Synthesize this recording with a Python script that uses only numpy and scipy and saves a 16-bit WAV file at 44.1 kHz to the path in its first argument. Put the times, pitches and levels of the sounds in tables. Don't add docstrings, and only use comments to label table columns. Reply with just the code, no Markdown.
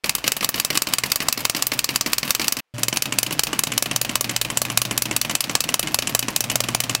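import sys
import numpy as np
from scipy import signal
from scipy.fft import rfft, irfft
from scipy.io import wavfile
from scipy.ndimage import uniform_filter1d, map_coordinates

SR = 44100
rng = np.random.default_rng(int(sys.argv[2]) if len(sys.argv) > 2 else 0)


def persist_wave(psi):
    counts = np.round(np.clip(psi, -1, 1) * 32767).astype(np.int16)
    wavfile.write(sys.argv[1], SR, np.atleast_2d(counts).T)


N = 308700

# landing t/s, wait to kick t/s, wait to snap-back t/s, landing level/dB, kick level/dB
HOPS = [(0.042, .052, .057, -3, -3), (0.241, .037, .041, -5, -2.5), (0.408, .037, .045, -7.5, -4.5),
        (0.542, .057, .049, -5, -4), (0.703, .071, .046, -2, -2.5), (0.87, .066, .048, -5.5, -2.5),
        (1.036, .082, .04, -1.5, -2.5), (1.203, .082, .041, -5, -2.5), (1.375, .077, .045, -6.5, -3),
        (1.548, .075, .045, -4.5, -4), (1.718, .073, .052, -3, -4), (1.89, .069, .051, -3, -3),
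        (2.061, .071, .05, -3.5, -3), (2.23, .076, .043, -4.5, -2), (2.396, .085, .042, -4, -3),
        (2.568, .08, .045, -7.5, -3), (2.782, .051, .05, -14, -3.5), (2.927, .044, .051, -4, -5.5),
        (3.123, .063, .044, -3.5, -1.5), (3.308, .085, .042, -7.5, -2), (3.53, .061, .045, -3, -2.5),
        (3.719, .059, .046, -5, -2.5), (3.912, .049, .053, -3.5, -4), (4.093, .062, .054, -5.5, -3),
        (4.294, .069, .051, -4.5, -5), (4.501, .071, .045, -6, -3), (4.7, .074, .043, -6, 0),
        (4.91, .067, .044, -4, -4), (5.111, .053, .05, -4, -3.5), (5.296, .056, .054, -4.5, -3.5),
        (5.495, .057, .053, -5, -1), (5.689, .052, .053, -3, -2.5), (5.872, .072, .044, -6.5, -2),
        (6.072, .077, .043, -3, -1.5), (6.283, .079, .044, -3.5, -3), (6.499, .057, .048, -2.5, -3),
        (6.686, .062, .055, -4, -3.5), (6.895, .054, .055, -3, -4)]
# start t/s, end t/s
SPANS = [(0.037, 2.604), (2.739, 7.1)]
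# centre f/Hz, width f/Hz, level/dB
SHELL_MODES = [(695, 330, -1.5), (1120, 270, 0.5), (1780, 184, -4), (2545, 224, 3), (3020, 340, 2),
               (3810, 360, 1.5), (4630, 900, 3.5), (5110, 160, 2.5), (5920, 720, 7), (6760, 390, 5.5),
               (7630, 690, 8.5), (9100, 1050, 3), (9730, 280, -7), (10610, 600, 0.5), (11980, 4000, -0.5),
               (14000, 670, -3), (15250, 1740, -3)]
# f/Hz, level/dB
SHELL_SIDE_ON = [(300, -2.5), (700, -5.5), (1150, 0), (1800, -1), (2650, -1), (3400, -2), (4900, 1.5),
                 (5900, -2.5), (8400, 0), (10000, -3.5), (14000, 0.5)]
# f/Hz, level/dB
RUB_COLOUR = [(100, -10), (400, 0), (1100, 1), (1600, 0), (2600, 0), (3500, -5), (5500, -9), (8000, -14),
              (12000, -18), (16000, -22)]
RECOIL_S = .034


def amp(db):
    return 10 ** (np.asarray(db) / 20)


def unit_rms(x):
    return x / np.sqrt(np.mean(x ** 2) + 1e-20)


def unit_energy(x):
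    return x / np.sqrt(np.sum(x ** 2, -1, keepdims=True) + 1e-20)


def along(points, hz):
    f, values = np.transpose(points)
    return np.interp(np.log(hz + 1), np.log(f + 1), values)


def by_side(t, side_on, head_on):
    return np.where(t < SPANS[1][0], side_on, head_on)


def wobble(knot_hz):
    knots = rng.standard_normal(int(N * knot_hz / SR) + 4)
    return map_coordinates(knots, [np.arange(N) * knot_hz / SR])


def noise(colour):
    gain = amp(along(colour, np.fft.rfftfreq(N, 1 / SR)))
    return unit_rms(irfft(rfft(rng.standard_normal(N)) * gain, N))


def causal(x, gain_db):
    cepstrum = irfft(np.log(amp(gain_db)))
    half = cepstrum.shape[-1] // 2
    cepstrum[..., 1:half] *= 2
    cepstrum[..., half + 1:] = 0
    return irfft(rfft(x) * np.exp(rfft(cepstrum)))


def cam(let_go_s=2.9):
    land, to_kick, to_back, *_ = np.transpose(HOPS)
    back = land + to_kick + to_back
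    return land, land + to_kick, back, back[land > let_go_s] + RECOIL_S


def modes_db(modes, hz, count, vary_db=2.5):
    centre, width, db = np.transpose(modes)
    shapes = 1 / (1 + (2 * (hz - centre[:, None]) / width[:, None]) ** 2)
    weights = amp(db + vary_db * rng.standard_normal((count, len(modes)))) ** 2
    return 10 * np.log10(weights @ shapes)


def tails(t, count, t60, treble_life=0.68, split_hz=6000):
    white = rng.standard_normal((count, len(t)))
    low = signal.sosfilt(signal.butter(2, split_hz, fs=SR, output="sos"), white)
    high = signal.sosfilt(signal.butter(2, split_hz, "high", fs=SR, output="sos"), white)
    return low * amp(-60 * t / t60) - high * amp(-60 * t / (t60 * treble_life))


def rings(t, count):
    # f/Hz, level/dB, 60 dB decay t/s
    edge_modes = [(1150, 5, .06), (1690, -2, .08), (2145, 10, .041), (2627, 6, .11), (2700, 9, .04),
                  (2980, 12, .05), (4400, 8, .05), (4700, 5, .07), (9550, 9, .035), (11995, -8, .1)]
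    partials = np.array([amp(db - 60 * t / t60) * np.sin(2 * np.pi * f * t) for f, db, t60 in edge_modes])
    return unit_energy(rng.standard_normal((count, len(edge_modes))) @ partials)


def pings(t, count, low_hz=3500, high_hz=12000, t60=.04, per_blow=5):
    hz = rng.uniform(low_hz, high_hz, (count, per_blow, 1))
    return unit_energy(np.sin(2 * np.pi * hz * t).sum(1) * amp(-60 * t / t60))


def blows(times, db, modes, colour, side_on, *, rise_s, hold_s, t60, spiky_db, lead_in_db,
          tail_db, tail_t60, tail_metal, ring_db, ping_db, vary_db,
          tint=((1000, 0),), heft=((1000, 0),), size=8192):
    count, lead = len(times), size // 32
    t, hz = (np.arange(size) - lead) / SR, np.fft.rfftfreq(size, 1 / SR)
    after = np.maximum(t, 0)
    attack = 1 - np.exp(-after / rise_s)
    lead_in = amp(lead_in_db) * np.exp(-np.abs(t) / .0007)
    chatter = attack * amp(-60 * np.maximum(t - hold_s, 0) / t60)
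    force = (lead_in + chatter) * rng.standard_normal((count, size))
    force *= amp(spiky_db * rng.standard_normal((count, size)))
    uneven_db = 10 * np.log10(uniform_filter1d(np.abs(rfft(force)) ** 2, size=140))
    metal_db = modes_db(modes, hz, count)
    crack = unit_energy(causal(force, metal_db + along(colour, hz) - uneven_db))
    # f/Hz, level/dB
    tail_colour = [(60, 2), (300, -7), (1000, 0.5), (2400, 2.5), (3400, -6.5), (5000, -5.5), (7500, -6.5),
                   (8500, -6), (12000, -2), (16000, 0.5)]
    tail_gain_db = along(tail_colour, hz) + tail_metal * metal_db
    tail = unit_energy(causal(attack * tails(after, count, tail_t60), tail_gain_db))
    sounds = crack + amp(tail_db) * tail
    sounds += amp(ring_db) * rings(after, count) + amp(ping_db) * pings(after, count)
    tone_db = np.array([along([(900, knock), (2700, clack), (5600, 0), (11000, sizzle)], hz)
                        for knock, clack, sizzle in vary_db * rng.standard_normal((count, 3))])
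    harder_db = np.reshape(db - np.mean(db), (-1, 1))
    tone_db += along(tint, hz) + harder_db * along(heft, hz)
    tone_db += by_side(times[:, None], along(side_on, hz), 0)
    sounds = np.reshape(amp(db), (-1, 1)) * unit_energy(causal(sounds, tone_db))
    samples = np.round(times * SR).astype(int)[:, None] + np.arange(size)
    return np.bincount(samples.ravel(), sounds.ravel(), N + lead)[lead:N + lead]


def feet(land_db=11):
    # centre f/Hz, width f/Hz, level/dB
    foot_modes = [(600, 170, 6.5), (1067, 273, 7), (2140, 680, 3), (2700, 155, 3), (2930, 240, 8),
                  (4300, 850, -7), (5780, 770, 0), (7400, 1300, 2.5), (9940, 790, 0.5), (10370, 160, -20),
                  (11920, 160, -6), (12300, 260, -4), (14000, 2800, -13)]
    # f/Hz, level/dB
    landing_colour = [(30, -2), (120, 13), (300, 18), (600, 0), (3000, 7), (8000, 6), (16000, -6)]
    # f/Hz, level/dB
    feet_side_on = [(300, 0), (1000, -2.5), (2300, 2.5), (3000, -3), (4500, 8.5), (7000, -6.5),
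                    (10000, -1.5), (14000, 7)]
    land, _, _, strength_db, _ = np.transpose(HOPS)
    return blows(land, land_db + strength_db, foot_modes, landing_colour, feet_side_on,
                 rise_s=.0004, hold_s=.001, t60=.026, spiky_db=0, lead_in_db=-18,
                 tail_db=-7, tail_t60=.11, tail_metal=.9, ring_db=-22.5, ping_db=-34, vary_db=1)


def rocking(attack_s=.002, sag_db_per_s=48, release_db_per_s=251, recoil_db=-.5, idle_db=-14):
    land, kick, _, recoil = cam()
    t = np.arange(N) / SR
    spells = [(start, stop, 0) for start, stop in zip(land, kick)]
    spells += [(start, start + RECOIL_S, recoil_db) for start in recoil]
    motion = np.full(N, amp(idle_db))
    for start, stop, db in spells:
        part = slice(round(start * SR), round(start * SR) + SR // 2)
        age = np.maximum(t[part] - start, 0)
        fall_db = sag_db_per_s * age + release_db_per_s * np.maximum(t[part] - stop, 0)
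        motion[part] = np.maximum(motion[part], (1 - np.exp(-age / attack_s)) * amp(db - fall_db))
    return 20 * np.log10(motion)


def gears(t, rock_db, tooth_hz=140, follow=.45, tin_share=.21):
    teeth_passed = np.cumsum(tooth_hz * amp(2 * wobble(40))) / SR
    tooth_strength = amp(rng.uniform(-6, 5, N))[teeth_passed.astype(int)]
    ticks = np.exp(-4 * (teeth_passed % 1)) * tooth_strength
    rub = (.55 + ticks) * noise(RUB_COLOUR)
    shell_db = modes_db(SHELL_MODES, np.fft.rfftfreq(N, 1 / SR), count=1)[0]
    whirr = unit_rms(causal(rub, tin_share * shell_db))
    return amp(by_side(t, -34.5, -35.5) + follow * rock_db) * whirr


def board(t, rock_db):
    # f/Hz, level/dB
    board_colour = [(20, -16), (55, -33), (90, -9), (135, 4), (175, -0.5), (230, 3), (315, 0.5),
                    (390, -13.5), (700, -9), (2000, -56)]
    return amp(by_side(t, -35, -33.5) + rock_db) * noise(board_colour)


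def air(t):
    # f/Hz, level/dB
    air_colour = [(20, -7), (40, 2), (55, 23), (75, -17), (120, 26), (250, -13), (600, -8.5), (1500, -21),
                  (5000, -36), (16000, -52)]
    return amp(by_side(t, -49.5, -46.5)) * noise(air_colour)


def loose_shell(shell_db=8.5, bounce_s=.015, scatter_db=3.5, rattles_per_hop=3):
    # t/s, relative level/dB
    stumbles = [(0.182, -10.5), (0.366, -3.5), (0.427, -4), (0.584, -11), (0.753, -1), (1.564, -4.5),
                (1.938, -24), (2.415, -2.5), (2.443, -4), (2.96, -6), (3.325, -4), (5.309, -5.5),
                (5.919, -18)]
    stumble, stumble_db = np.transpose(stumbles)
    land, kick, _, recoil = cam()
    bounce = land + bounce_s * np.exp(.25 * rng.standard_normal(len(land)))
    rattle = bounce[:, None] + (kick - bounce)[:, None] * rng.random((len(land), rattles_per_hop))
    rattle = rattle[land < SPANS[1][0]].ravel()
    bounce_db = -12.5 + scatter_db * rng.standard_normal(len(bounce))
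    rattle_db = -14 + scatter_db * rng.standard_normal(len(rattle))
    times = np.concatenate([bounce, rattle, stumble])
    db = np.concatenate([bounce_db, rattle_db, stumble_db])
    # f/Hz, level/dB
    clatter_colour = [(30, -30), (120, 8.5), (300, 10.5), (700, 5.5), (1500, 2), (3000, 4), (5000, -4),
                      (8000, -10), (12000, -0.5), (16000, -9.5)]
    # f/Hz, level/dB
    recoil_tint = [(300, -2.6), (1000, -1.3), (1700, -2), (2700, 3.3), (4000, 2.4), (6000, 0.35),
                   (9000, -2.4), (14000, -2.7)]
    tin = SHELL_MODES, clatter_colour, SHELL_SIDE_ON
    contact = dict(rise_s=.0005, hold_s=.0015, lead_in_db=-17, tail_t60=.1)
    clatter = blows(times, shell_db + db, *tin, **contact, t60=.041, spiky_db=4.5,
                    tail_db=-4.5, tail_metal=.31, ring_db=-10, ping_db=-16.5, vary_db=3.5)
    recoils = blows(recoil, shell_db - 4.5, *tin, **contact, t60=.027, spiky_db=0, tint=recoil_tint,
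                    tail_db=-5, tail_metal=.41, ring_db=-17, ping_db=-13, vary_db=-.5)
    return clatter + recoils


def legs(kick_db=15.5, back_db=10.1):
    # f/Hz, level/dB
    snap_colour = [(30, -2), (120, 7.5), (300, 2.5), (700, 3), (1500, 3.5), (3500, 1.5), (8000, -3.5),
                   (12000, 0), (16000, -5.5)]
    # f/Hz, gain/(dB per dB of strength)
    kick_heft = [(900, 0.94), (2700, 0.5)]
    # f/Hz, level/dB
    back_tint = [(200, 2), (580, 4), (880, -5), (1150, -1), (3000, 0), (4500, 2), (8000, 1), (14000, 3.5)]
    _, kick, back, _ = cam()
    *_, strength_db = np.transpose(HOPS)
    tin = SHELL_MODES, snap_colour, SHELL_SIDE_ON
    contact = dict(rise_s=.0004, hold_s=.0016, lead_in_db=-19, tail_t60=.1, tail_metal=1)
    kicks = blows(kick, kick_db + strength_db, *tin, **contact, t60=.01, spiky_db=2,
                  tail_db=-9.5, ring_db=-14, ping_db=-11.5, vary_db=1.53, heft=kick_heft)
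    snaps = blows(back, back_db, *tin, **contact, t60=.011, spiky_db=2.5,
                  tail_db=-7.5, ring_db=-11, ping_db=-12, vary_db=2.03, tint=back_tint)
    return kicks + snaps


def hum(t, hum_hz=118.6, trim_db=-4):
    # t/s, relative level/dB
    swells = [(2.76, -28.5), (2.98, -42), (3.15, -32.5), (3.38, -54), (3.73, -39), (3.85, -41.5),
              (4.68, -33), (5.56, -39.5), (5.74, -67), (5.94, -38.5), (6.74, -33), (7.0, -35)]
    # harmonic number, level/dB
    harmonics = [(1, 3), (2, -8.5), (3, -27), (5, -9.5)]
    swell_db = np.interp(t, *np.transpose(swells))
    phase = 2 * np.pi * np.cumsum(hum_hz * (1 + .0031 * wobble(5))) / SR
    tone = unit_rms(sum(amp(db) * np.sin(k * phase) for k, db in harmonics))
    return by_side(t, 0, amp(swell_db + trim_db) * tone)


def scene():
    t, rock_db = np.arange(N) / SR, rocking()
    impacts = legs() + feet() + loose_shell()
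    return (impacts + gears(t, rock_db) + board(t, rock_db) + hum(t) + air(t))[None]


def record(dry, ceiling=2.2, top_hz=15800):
    t = np.arange(N) / SR
    gate = uniform_filter1d(sum((t > start) * (t < end) * 1. for start, end in SPANS), size=64)
    x = gate * dry + amp(-78) * noise(RUB_COLOUR)
    x = x / (1 + (x / ceiling) ** 4) ** (1 / 4)
    return signal.sosfilt(signal.ellip(10, .1, 70, top_hz, fs=SR, output="sos"), x)


dry = scene()
out = record(dry)
persist_wave(out)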